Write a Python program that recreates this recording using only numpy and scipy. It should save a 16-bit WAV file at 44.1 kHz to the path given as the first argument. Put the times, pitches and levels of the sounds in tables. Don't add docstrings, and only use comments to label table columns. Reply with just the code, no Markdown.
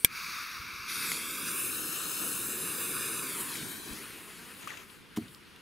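import sys
import numpy as np
from scipy import signal
from scipy.io import wavfile
from scipy.ndimage import uniform_filter1d

SR = 44100
rng = np.random.default_rng(int(sys.argv[2]) if len(sys.argv) > 2 else 0)


def file_out(sig):
    cols = np.atleast_2d(sig).T
    lim = np.clip(cols, -1, 1)
    pcm = np.round(lim * 32767).astype(np.int16)
    wavfile.write(sys.argv[1], SR, pcm)


def ratio_of_db(decibels):
    return 10 ** (np.asarray(decibels, float) / 20)


N = 247702


def evened(x):
    return x / np.sqrt(np.mean(abs(x) ** 2) + 1e-20)


def read(points, hz):
    f, *columns = np.transpose(points)
    return [np.interp(np.log(hz + 1), np.log(f + 1), c)[:, None] for c in columns]


def follow(rows, t):
    s, *columns = np.transpose(rows)
    return [np.interp(t, s, c) for c in columns]


def add(mix, s, sound, pan_db=0):
    part = mix[:, round(s * SR):][:, :len(sound)]
    part += sound[:part.shape[1]] * ratio_of_db(np.array([[.5], [-.5]]) * pan_db)


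def band(x, lo_hz, hi_hz):
    return signal.sosfilt(signal.butter(2, [lo_hz, min(hi_hz, .45 * SR)], "bandpass", fs=SR, output="sos"), x)


def decaying(hz, db, t60, t):
    return ratio_of_db(db - 60 * t / t60) * np.sin(2 * np.pi * hz * t)


def to_sound(spectra):
    return signal.istft(spectra, SR, nperseg=1024, noverlap=768)[1][:, :N]


def turbulence(flicker_db, patchy_db, pops_per_s, pop_db):
    quick = evened(uniform_filter1d(rng.standard_normal(N), 150))
    flicker = quick + evened(uniform_filter1d(rng.standard_normal(N), 1500))
    pops = ratio_of_db(pop_db + 3.8 * np.minimum(rng.exponential(1, N), 2.2))
    pops = pops * (rng.random(N) < pops_per_s / SR)
    gust = ratio_of_db(flicker_db * flicker) + signal.lfilter([1], [1, -.93], pops)
    noise = rng.standard_normal((2, N)) * evened(gust)
    hz, t, z = signal.stft(noise, SR, nperseg=1024, noverlap=768)
    patches = uniform_filter1d(uniform_filter1d(rng.standard_normal(z.shape[::-1][:2]).T, 14, 0), 10, 1)
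    return hz, t, z * ratio_of_db(patchy_db * evened(patches))


def layered(hz, colour, levels_db):
    part = np.digitize(hz, (750, 3100, 7000))
    shape = ratio_of_db(read(colour, hz)[0]) * (hz[:, None] < colour[-1][0])
    scale = [np.sqrt(np.sum(shape[part == k] ** 2) / len(hz)) for k in range(4)]
    level_db = (np.array(levels_db) - 20 * np.log10(scale)[:, None])[part]
    return shape * ratio_of_db(uniform_filter1d(level_db, size=9, axis=0, mode="nearest"))


# from t/s, until t/s, delay/ms, strength
LIMB_ECHOES = [(0.1, 0.86, 0.343, -0.081), (0.1, 0.86, 0.499, -0.193), (0.1, 0.86, 0.652, -0.066),
               (0.1, 0.86, 0.779, 0.093), (0.1, 0.86, 1.037, 0.104), (0.1, 0.86, 1.233, 0.075),
               (0.1, 0.86, 1.902, -0.06), (0.1, 0.86, 2.055, -0.062), (0.88, 1.1, 0.309, -0.184),
               (0.88, 1.1, 0.411, 0.126), (0.88, 1.1, 0.527, 0.229), (0.88, 1.1, 1.066, 0.096),
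               (0.88, 1.1, 1.743, -0.114), (0.88, 1.1, 2.829, -0.082), (1.15, 1.45, 0.36, 0.105),
               (1.15, 1.45, 0.539, 0.099), (1.15, 1.45, 1.066, -0.069), (1.15, 1.45, 1.803, 0.121),
               (1.15, 1.45, 2.072, -0.079), (1.15, 1.45, 2.803, -0.066), (1.5, 1.72, 0.238, -0.203),
               (1.5, 1.72, 0.346, 0.132), (1.5, 1.72, 0.904, 0.113), (1.5, 1.72, 1.392, -0.075),
               (1.5, 1.72, 1.851, 0.097), (1.76, 2.4, 0.286, 0.106), (1.76, 2.4, 0.411, -0.169),
               (1.76, 2.4, 0.493, -0.139), (1.76, 2.4, 0.967, 0.073), (1.76, 2.4, 1.318, -0.072),
               (1.76, 2.4, 1.409, 0.086), (1.76, 2.4, 1.502, -0.073), (1.76, 2.4, 1.984, -0.067),
               (2.45, 3.28, 0.402, -0.052), (2.45, 3.28, 0.49, 0.047), (2.45, 3.28, 1.091, 0.077),
               (2.45, 3.28, 1.406, -0.058), (2.45, 3.28, 1.791, 0.05), (2.45, 3.28, 2.197, 0.059),
               (2.45, 3.28, 3.019, -0.06), (2.45, 3.28, 3.897, -0.059), (3.68, 3.84, 0.201, -0.102),
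               (3.68, 3.84, 0.388, -0.128), (3.68, 3.84, 0.516, 0.148), (3.68, 3.84, 2.112, -0.094),
               (3.68, 3.84, 2.194, 0.072), (3.68, 3.84, 2.341, -0.103)]


def limbs(hz, t):
    start, until, ms, strength = np.transpose(LIMB_ECHOES)[:, :, None]
    fade_s = .05
    held = np.clip(.5 + np.minimum(t - start, until - t) / fade_s, 0, 1)
    return 1 + np.exp(-2j * np.pi * hz[:, None] * ms.T / 1000) @ (strength * held)


# t/s, delay/ms, strength 0-1
NEAR_ECHO = [(.15, .882, .6), (1, .864, .56), (1.15, .874, .66), (1.3, .862, .74), (1.5, .826, .72),
             (1.78, .772, .6), (2.28, .789, .58), (2.4, .78, .58), (2.8, .814, .63), (3.2, .814, .67),
             (3.28, .84, .55), (3.33, .885, .45), (3.39, .97, .36), (3.47, 1.17, .28), (3.55, 1.28, .4),
             (3.63, 1.4, .4), (3.68, 1.33, .38), (3.75, 1.31, .35), (3.82, 1.26, .45), (3.9, 1.29, .36),
             (3.95, 1.22, .3), (4.03, .8, .25), (4.11, .56, .15), (4.3, .25, 0)]
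# f/Hz, level/dB, phase lead/rad
ECHO_COLOUR = [(850, -1, 1.25), (1400, -.5, .75), (2000, .5, .6), (3300, 3, .5), (4500, 4.6, .45),
               (5200, -1, .42), (6000, -3.5, .36), (7000, 0, .3), (9000, -3.5, .1), (10700, -5.5, -.2),
               (12300, 1.5, -.2), (15000, -1, 0)]
# t/s, delay/ms, strength
GROUND_ECHO = [
    (4.2, 4.6, 0.018),
    (4.3, 4.84, 0.71),
    (4.55, 3.7, 0.34),
    (4.7, 3.8, .02),
]
# t/s, delay/ms, strength, shaded f/Hz, shade/dB
LIGHTER_HAND = [(.1, 0.49, 0.43, 7760, -9), (.8, 0.51, 0.42, 7560, -11), (.9, 0.46, 0.16, 7600, -10),
                (1.05, 0.45, 0.037, 7600, -9), (1.09, 0.47, 0.17, 5500, -2), (1.13, 0.51, 0.022, 4600, 5),
                (1.16, 0.44, .01, 4470, 3)]


def echoes(hz, t):
    surface_db, lead = read(ECHO_COLOUR, hz)
    blocked_db = -11 * np.exp(-((hz[:, None] - 5900) / 2400) ** 4) * np.clip((1.4 - t) / .3, 0, 1)
    uneven = uniform_filter1d(uniform_filter1d(rng.standard_normal((len(t), len(hz))).T, 24, 0), 45, 1)
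    near_ms, near = follow(NEAR_ECHO, t)
    near = np.clip(near * ratio_of_db(surface_db + blocked_db + 2.4 * evened(uneven)), 0, .96)
    hand_ms, hand, shade_hz, shade_db = follow(LIGHTER_HAND, t)
    ground_ms, ground = follow(GROUND_ECHO, t)
    turn = -2j * np.pi * hz[:, None] / 1000
    echo = near * np.exp(turn * near_ms + 1j * lead)
    aside = -0.38
    paths = np.array([1 + echo, 1 + aside * echo])
    paths = paths * (1 + hand * np.exp(turn * hand_ms)) * limbs(hz, t)
    paths = paths * (1 + ground * np.exp(turn * ground_ms))
    shade = ratio_of_db(shade_db * np.exp(-((hz[:, None] - shade_hz) / 800) ** 2))
    return shade * paths / np.sqrt((1 + near ** 2) * (1 + hand ** 2))


# t/s, left over right level/dB
BEARING = [(0.0, 1.5), (1.37, 1), (1.49, 1.5), (1.7, 4), (1.79, 7), (2.3, 5.5), (2.38, 3.5), (3.45, 1),
           (3.8, 8), (4.07, 2), (4.38, 2), (4.55, 3), (4.68, 13), (4.77, 7), (4.9, 5), (5.01, 7),
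           (5.62, 5.5)]
# f/Hz, share
DIRECTIVITY = [(400, 0.039), (800, 0.1), (1300, 1.2), (3500, 2.1), (5000, 0.122), (8500, 0.22),
               (10000, 0.86), (14000, 1.5)]
# f/Hz, level/dB
SPREAD = [(60, -2.5), (150, -11.5), (400, -15), (700, -18), (1300, -14), (2900, -19), (4200, -14.5),
          (5600, -16.5), (6500, -40.5), (8800, -20), (10000, -16.5), (15000, -11.5)]


def heard(hz, t, direct, scattered):
    pan_db = follow(BEARING, t)[0]
    paths, aside = echoes(hz, t)
    mid = direct * paths
    lean = np.tanh(pan_db * read(DIRECTIVITY, hz)[0] * np.log(10) / 40)
    leaning = direct * aside * lean * np.exp(.6j)
    spread = ratio_of_db(read(SPREAD, hz)[0] + 0.93 * abs(pan_db))
    side = leaning + scattered * np.sqrt(abs(paths)) * spread
    return to_sound(np.array([mid + side, mid - side]))


# f/Hz, level/dB per Hz
FIELD_COLOUR = [(12, -42.5), (20, -13.5), (123, -9.5), (162, -5.5), (220, -5), (253, -7.5), (385, -9),
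                (584, -24), (1510, -12), (1690, -14.5), (3030, -16), (5000, -22.5), (15700, -52)]


def field():
    hz, t, z = turbulence(flicker_db=0.0, patchy_db=1.5, pops_per_s=8, pop_db=-19)
    z = z * ratio_of_db(read(FIELD_COLOUR, hz)[0])
    side = z[1] * ratio_of_db(np.minimum(read(SPREAD, hz)[0] + 9, -1.5))
    return ratio_of_db(-54.5) * evened(to_sound(np.array([z[0] + side, z[0] - side])))


# f/Hz, level/dB, t60/s
CASE_MODES = [(2340, 1.5, 0.026), (1634, -9.5, 0.0496), (5230, -37, 0.0437), (8000, -26, 0.0547),
              (9100, -2, 0.0167), (8600, -21, 0.06), (10840, 9, 0.011), (11600, -44, 0.12),
              (10740, -13.5, 0.017), (14300, -33, 0.055)]
# f/Hz, level/dB, t60/s, delay after the blow/ms
STRIKER_MODES = [(12050, 2.5, 0.0074, 0.0052), (3420, -.5, 0.0044, 0.323), (8560, -3, 0.008, 0.495),
                 (9300, -6, 0.005, 0.303), (11075, -8, 0.011, .6), (5500, -8, 0.004, .3),
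                 (5950, -13, 0.004, .35), (6950, -14, 0.0078, 0.28), (13300, -10, 0.004, 0.02),
                 (14900, -9, 0.004, 0.02)]
# t/s, ring level/dB, striker level/dB, push level/dB
CLICKS = [
    (.007, -53, -53, -68),
    (0.047, -15.5, -1.5, -42),
    (0.598, -57, -54, -74),
    (1.1174, -44, -48, -65),
]


def lighter():
    out, t = np.zeros((2, N)), np.arange(3000) / SR
    ring = sum(decaying(hz, db, t60, t) for hz, db, t60 in CASE_MODES)
    strike = sum(decaying(hz, db, t60, np.maximum(t - ms / 1000, 0)) for hz, db, t60, ms in STRIKER_MODES)
    push = band(np.sin(np.pi * np.clip((t - .001) / .0034, 0, 1)) ** 2, 60.1, 850)
    for (s, ring_db, strike_db, push_db), noise in zip(CLICKS, rng.standard_normal((len(CLICKS), 2, 3000))):
        sound = ratio_of_db(ring_db) * ring + ratio_of_db(strike_db) * strike + ratio_of_db(push_db) * push
        add(out, s, sound, 1.2)
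        add(out, s + follow(NEAR_ECHO, s)[0] / 1000, 0.4 * sound, .6)
        add(out, s + .0083, ratio_of_db(-27) * sound, .6)
        scatter = ratio_of_db(strike_db) * (ratio_of_db(-9.0 - 60 * t / 0.0066) + ratio_of_db(-23.5 - 60 * t / 0.061))
        out[:, round(s * SR):][:, :3000] += band(band(noise, 1320, 15000), 1580, 15000) * scatter
    return out


# f/Hz, level/dB per Hz
JET_COLOUR = [(24, -43), (40, -9), (91, -14), (150, -17), (844, -15.5), (1200, -7), (1830, -9.5),
              (2470, -9.5), (3020, -8.5), (4730, 0.5), (7420, -8.5), (10300, -12.5), (15700, -13.5)]
# t/s, flow level/dB
FLAME = [(.08, -21), (.126, -8.5), (.168, -1), (.258, -1), (.426, -0.5), (.464, -5), (.566, -2.5),
         (.592, -6.5), (.87, -6)]
# level/dB, share of the flow
FLAME_LAYERS = [(-63.5, 1.09), (-39.5, 0.53), (-42.5, 0.85), (-46.5, 0.79)]


def jet():
    spark_s, shut_s = .05, 1.12
    cold_db = -77, -62, -60, -50.5
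    hz, t, z = turbulence(flicker_db=0.16, patchy_db=0.5, pops_per_s=60, pop_db=-3)
    flow_db = follow(FLAME, t)[0]
    levels_db = [np.where(t < spark_s, cold, db + share * flow_db)
                 for cold, (db, share) in zip(cold_db, FLAME_LAYERS)]
    levels_db[3] = levels_db[3] - 1.5 * np.clip((t - .45) / .05, 0, 1)
    whistle_db = 12 * (t < spark_s) * np.exp(-((hz[:, None] - 9060) / 980) ** 2)
    valve = np.clip((shut_s - t) / 0.071, 0, 1)
    return heard(hz, t, *(z * ratio_of_db(whistle_db) * layered(hz, JET_COLOUR, levels_db) * valve))


# t/s, level/dB, f/Hz, left over right level/dB
PUFFS = [(0.592, -44, 75, 4), (0.668, -51, 88, 3), (0.728, -51, 72, 4.0), (0.79, -50, 76, 6),
         (0.937, -61, 199, 4), (3.626, -36.5, 198, -0.5), (3.748, -52, 167, 1.0), (3.899, -45, 49, 7),
         (4.099, -53, 183, -4), (4.349, -57, 199, -1.0)]


def puffs():
    out = np.zeros((2, N))
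    for s, db, hz, pan_db in PUFFS:
        turns = np.arange(0, 1.8, hz / SR)
        add(out, s, -ratio_of_db(db) * np.sin(2 * np.pi * turns) * np.hanning(len(turns)), pan_db)
    return out


def beaming(hz, t):
    facing = np.exp(-((t - 2.1) / 0.45) ** 4)
    tipped = np.clip((t - 2.9) / 0.045, 0, 1)
    shaded = np.clip((1.28 - t) / .15, 0, 1)
    sheen_db = -1.5 + 2 * facing - 2.5 * tipped - 5 * shaded
    rim_db = -1 + 4.5 * facing
    return ratio_of_db(sheen_db / (1 + (13200 / (hz + 1)) ** 16) + rim_db * np.exp(-((hz - 6760) / 1770) ** 2))


# f/Hz, level/dB per Hz
FUSE_COLOUR = [(24, -52), (40, -17.5), (170, 3.5), (335, 8), (580, -3.5), (844, -9.5), (1360, -5.5),
               (1970, -8), (2660, -6.5), (3170, -11), (3780, -14), (5640, -16), (10000, -7.5), (15700, -14)]
# t/s, burn level/dB, aim of the spit at the microphone/dB
BURN = [(.87, -50, 1), (.9, -45, 5.2), (1.11, -40, 4.8), (1.21, -43.5, 3.2), (1.44, -43.5, 4.3),
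        (1.61, -42.5, 8.7), (1.75, -45, 7.1), (2.08, -45.5, 6.3), (2.45, -45, 8.2), (2.76, -43.5, 6.7),
        (3.08, -42.5, 6.6), (3.36, -44.5, 6.8), (3.45, -46.5, 7.1), (3.66, -49.5, 2.8), (3.83, -47.5, 1.6),
        (4.04, -41.5, 4.9)]
# t/s, level/dB, extra spit level/dB, width/s
FLARES = [(1.485, 3, -1.5, 0.032), (2.19, 1.5, -0.4, 0.2), (2.83, 1, 0.5, 0.043), (3.039, 1, -0.5, 0.048),
          (3.409, 3.5, 0.5, 0.017), (3.55, 3, -2, 0.08), (3.92, 3, -2, 0.079), (4.24, -2, 1.5, 0.056),
          (4.6, 0.5, 1.5, 0.064), (4.87, -6.5, 3, 0.027), (5.03, -3.5, 2.5, 0.073), (5.22, 6.5, 0.5, 0.063),
          (5.33, -1, 10, 0.047)]
# level/dB, share of aim, catching/dB, swung/dB, dB per tenfold distance
FUSE_LAYERS = [(-8, 0.5, -3, 7.5, -13), (0.64, -0.065, 1, -0.9, -14), (0.5, -0.45, 6.5, 0.5, -17.5),
               (0.26, 1, -0.5, 4, -20.5)]


def fuse():
    throw_s, down_s, arm_m, away_m_per_s = 3.708, 4.93, 0.66, 5.57
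    hz, t, z = turbulence(flicker_db=0.1, patchy_db=1.54, pops_per_s=140, pop_db=-11)
    burn_db, aim_db = follow(BURN, t)
    for s, db, spit_db, width in FLARES:
        flare = np.exp(-((t - s) / width) ** 2)
        burn_db = burn_db + db * flare
        aim_db = aim_db + spit_db * flare
    burn_db = burn_db - 9 * np.clip((t - down_s) / 0.1, 0, 1)
    catching = np.exp(-np.maximum(t - 0.97, 0) / 0.14)
    swung = np.exp(-((t - 3.787) / 0.21) ** 4)
    far = np.log10(1 + away_m_per_s * (np.clip(t, throw_s, down_s) - throw_s) / arm_m)
    levels_db = [burn_db + db + share * aim_db + catch_db * catching + swing_db * swung + far_db * far
                 for db, share, catch_db, swing_db, far_db in FUSE_LAYERS]
    levels_db[0] = levels_db[0] - 4 * np.clip(2.1 - t, 0, .7) / .7
    lit = np.clip((t - .86) / 0.034, 0, 1)
    return heard(hz, t, *(z * beaming(hz[:, None], t) * layered(hz, FUSE_COLOUR, levels_db) * lit))


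# t/s, peak level/dB, f/Hz, t60/s
TAPS = [(1.1175, -21, 2150, .016), (1.1178, -33, 4500, .012), (4.6738, -34, 1220, .022),
        (4.773, -47, 4900, .02), (4.774, -46, 6300, .02), (4.776, -49, 7400, .015), (4.677, -52, 7400, .05),
        (4.612, -49, 6800, .03), (4.717, -49, 4500, .02), (5.162, -41, 9200, .008),
        (5.162, -42, 3200, .012), (5.1645, -42, 2800, .01), (5.1662, -35, 1500, .007),
        (5.1697, -33, 2100, .007), (5.1699, -37, 3600, .006), (5.169, -42, 5900, .008),
        (5.1725, -43, 6700, .01), (5.1728, -41, 3300, .006), (5.1722, -34, 1050, .012),
        (5.1845, -45, 4200, .005)]


def taps():
    out, t = np.zeros((2, N)), np.arange(1200) / SR
    for (s, db, hz, t60), noise in zip(TAPS, rng.standard_normal((len(TAPS), 1200))):
        tone = np.sin(2 * np.pi * hz * t) + .55 * band(noise, 1000, 15000)
        add(out, s, ratio_of_db(db + 3 - 60 * t / t60) * tone * np.minimum(t / .0005, 1), 1.0)
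    return out


# t/s, peak level/dB, f/Hz, t60/s, left over right level/dB
SNAPS = [(3.522, -35, 2600, 0.022, 0), (3.535, -36, 4200, .04, 3), (3.553, -34, 2320, 0.05, 7),
         (3.556, -37, 5200, .03, 3), (3.569, -36, 5060, .04, 3), (3.583, -35, 3460, 0.02, 5),
         (3.626, -35, 2000, .02, 6), (4.899, -46, 2680, 0.025, 14.5), (5.224, -51, 1750, 0.022, -10),
         (5.266, -47, 1800, 0.02, 0), (5.281, -45, 3000, 0.04, 4), (5.347, -38, 3700, 0.011, 5),
         (5.561, -41, 2800, 0.017, 4)]
# t/s, weight level/dB
STEP = [(4.581, -66), (4.628, -44), (4.668, -51), (4.68, -44.5), (4.74, -42), (4.76, -50), (4.82, -49),
        (4.835, -71), (4.859, -68)]


def grass():
    out, t = np.zeros((2, N)), np.arange(2500) / SR
    for (s, db, hz, t60, pan_db), noise in zip(SNAPS, rng.standard_normal((len(SNAPS), 2500))):
        snap = evened(band(band(noise, .75 * hz, 1.7 * hz), .75 * hz, 1.7 * hz)) + .25 * noise
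        add(out, s, ratio_of_db(db - 3.0 - 60 * t / t60) * snap * np.minimum(t / 0.00043, 1), pan_db)
    t = np.arange(STEP[0][0], STEP[-1][0], 1 / SR)
    breaks = ratio_of_db(2.2 * np.minimum(rng.exponential(1, len(t)), 3)) * (rng.random(len(t)) < .1)
    grains = rng.standard_normal((3, len(t))) * breaks
    low_db = follow(STEP, t)[0]
    high_db = -49.5 + 0.54 * (low_db - low_db.max())
    fade = signal.windows.tukey(len(t), .2)
    add(out, t[0], fade * ratio_of_db(low_db - 13.0) * evened(band(band(grains[0], 880, 3000), 790, 3200)), 7)
    add(out, t[0], fade * ratio_of_db(low_db - 9.0) * evened(band(grains[1], 430, 3300)), -7)
    add(out, t[0], fade * ratio_of_db(high_db - 7.5) * evened(band(grains[2], 6000, 7200)), 2.5)
    return out


# t/s, peak level/dB, f/Hz, left over right level/dB
STEM_CRACKS = [(4.61, -53, 2550, 2.5), (4.632, -49, 1830, 3.5), (4.673, -37, 1250, 10),
               (4.675, -41, 1900, 10), (4.679, -40.5, 2550, 15), (4.688, -42, 2700, 16),
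               (4.693, -49, 1500, 10), (4.698, -44, 2600, 14), (4.704, -36, 1930, 14),
               (4.711, -48, 1210, 8), (4.717, -35.5, 1800, 15), (4.722, -39, 1170, 5), (4.73, -48, 1270, 5),
               (4.737, -42, 1810, 12), (4.749, -48, 1120, 4.5), (4.771, -43.5, 2630, 21),
               (4.779, -45, 2690, 12), (4.791, -49, 2210, 5.0), (4.801, -43, 2700, 9),
               (4.816, -49, 1210, 2.0)]


def stems():
    out, t = np.zeros((2, N)), np.arange(2000) / SR
    for (s, db, hz, pan_db), noise in zip(STEM_CRACKS, rng.standard_normal((len(STEM_CRACKS), 2000))):
        rough = evened(band(band(noise, .78 * hz, 1.3 * hz), .78 * hz, 1.3 * hz))
        crack = .2 * band(noise, 1000, 7500) * ratio_of_db(-60 * t / .012)
        stem = np.sin(2 * np.pi * hz * t) + .6 * rough + crack
        add(out, s, ratio_of_db(db - 60 * t / .028) * stem * np.minimum(t / 0.0011, 1), pan_db)
    return out


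# f/Hz, level/dB, t60/s
SOIL_MODES = [(265, -3.5, 0.061), (232, -14.5, 0.17), (305, -11, 0.11), (389, -18, 0.12), (690, -8, 0.074)]
# t/s, level/dB
THUDS = [
    (5.1735, -22),
    (5.1783, -40),
    (5.183, -20.5),
    (5.217, -38),
    (5.255, -48),
    (5.279, -57),
]


def landing():
    out, t = np.zeros((2, N)), np.arange(12000) / SR
    thud = sum(decaying(hz, db, t60, t) for hz, db, t60 in SOIL_MODES)
    for s, db in THUDS:
        add(out, s, ratio_of_db(db) * band(thud * np.minimum(t / 0.00039, 1), 120, 425), .4)
    crush = band(rng.standard_normal(1500), 720, 13000) * np.hanning(1500) ** .5
    add(out, 5.1615, ratio_of_db(-34.5) * crush * ratio_of_db(-60 * t[:1500] / 0.091), 1.0)
    boom_hz, boom_db, boom_t60 = 130, -43, .55
    boom = evened(band(rng.standard_normal(len(t)), .65 * boom_hz, 1.5 * boom_hz))
    add(out, THUDS[0][0], ratio_of_db(boom_db - 60 * t / boom_t60) * boom * np.minimum(t / .06, 1))
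    return out


def scene():
    held = lighter() + jet() + fuse() + taps()
    around = field() + puffs() + grass() + stems() + landing()
    return held + around


def low_pass(x):
    return signal.sosfilt(signal.butter(12, 17070, fs=SR, output="sos"), x)


# f/Hz, level/dB
MICROPHONE = [(150, 1), (260, -0.5), (400, 0.5), (475, 2.5), (560, -0.5), (870, -1.5), (970, 1), (1300, 0)]


def record(dry):
    hz = np.linspace(0, SR / 2, 2049)
    colour = signal.firwin2(2047, hz, ratio_of_db(read(MICROPHONE, hz)[0][:, 0]), fs=SR)
    limited = .76 * np.tanh(signal.oaconvolve(dry, colour[None], "same") / .83)
    edge = signal.firwin(511, 15850, window=("kaiser", 9), fs=SR)
    mix = signal.oaconvolve(limited, edge[None], "same")
    return low_pass(mix)


dry = scene()
out = record(dry)
file_out(out)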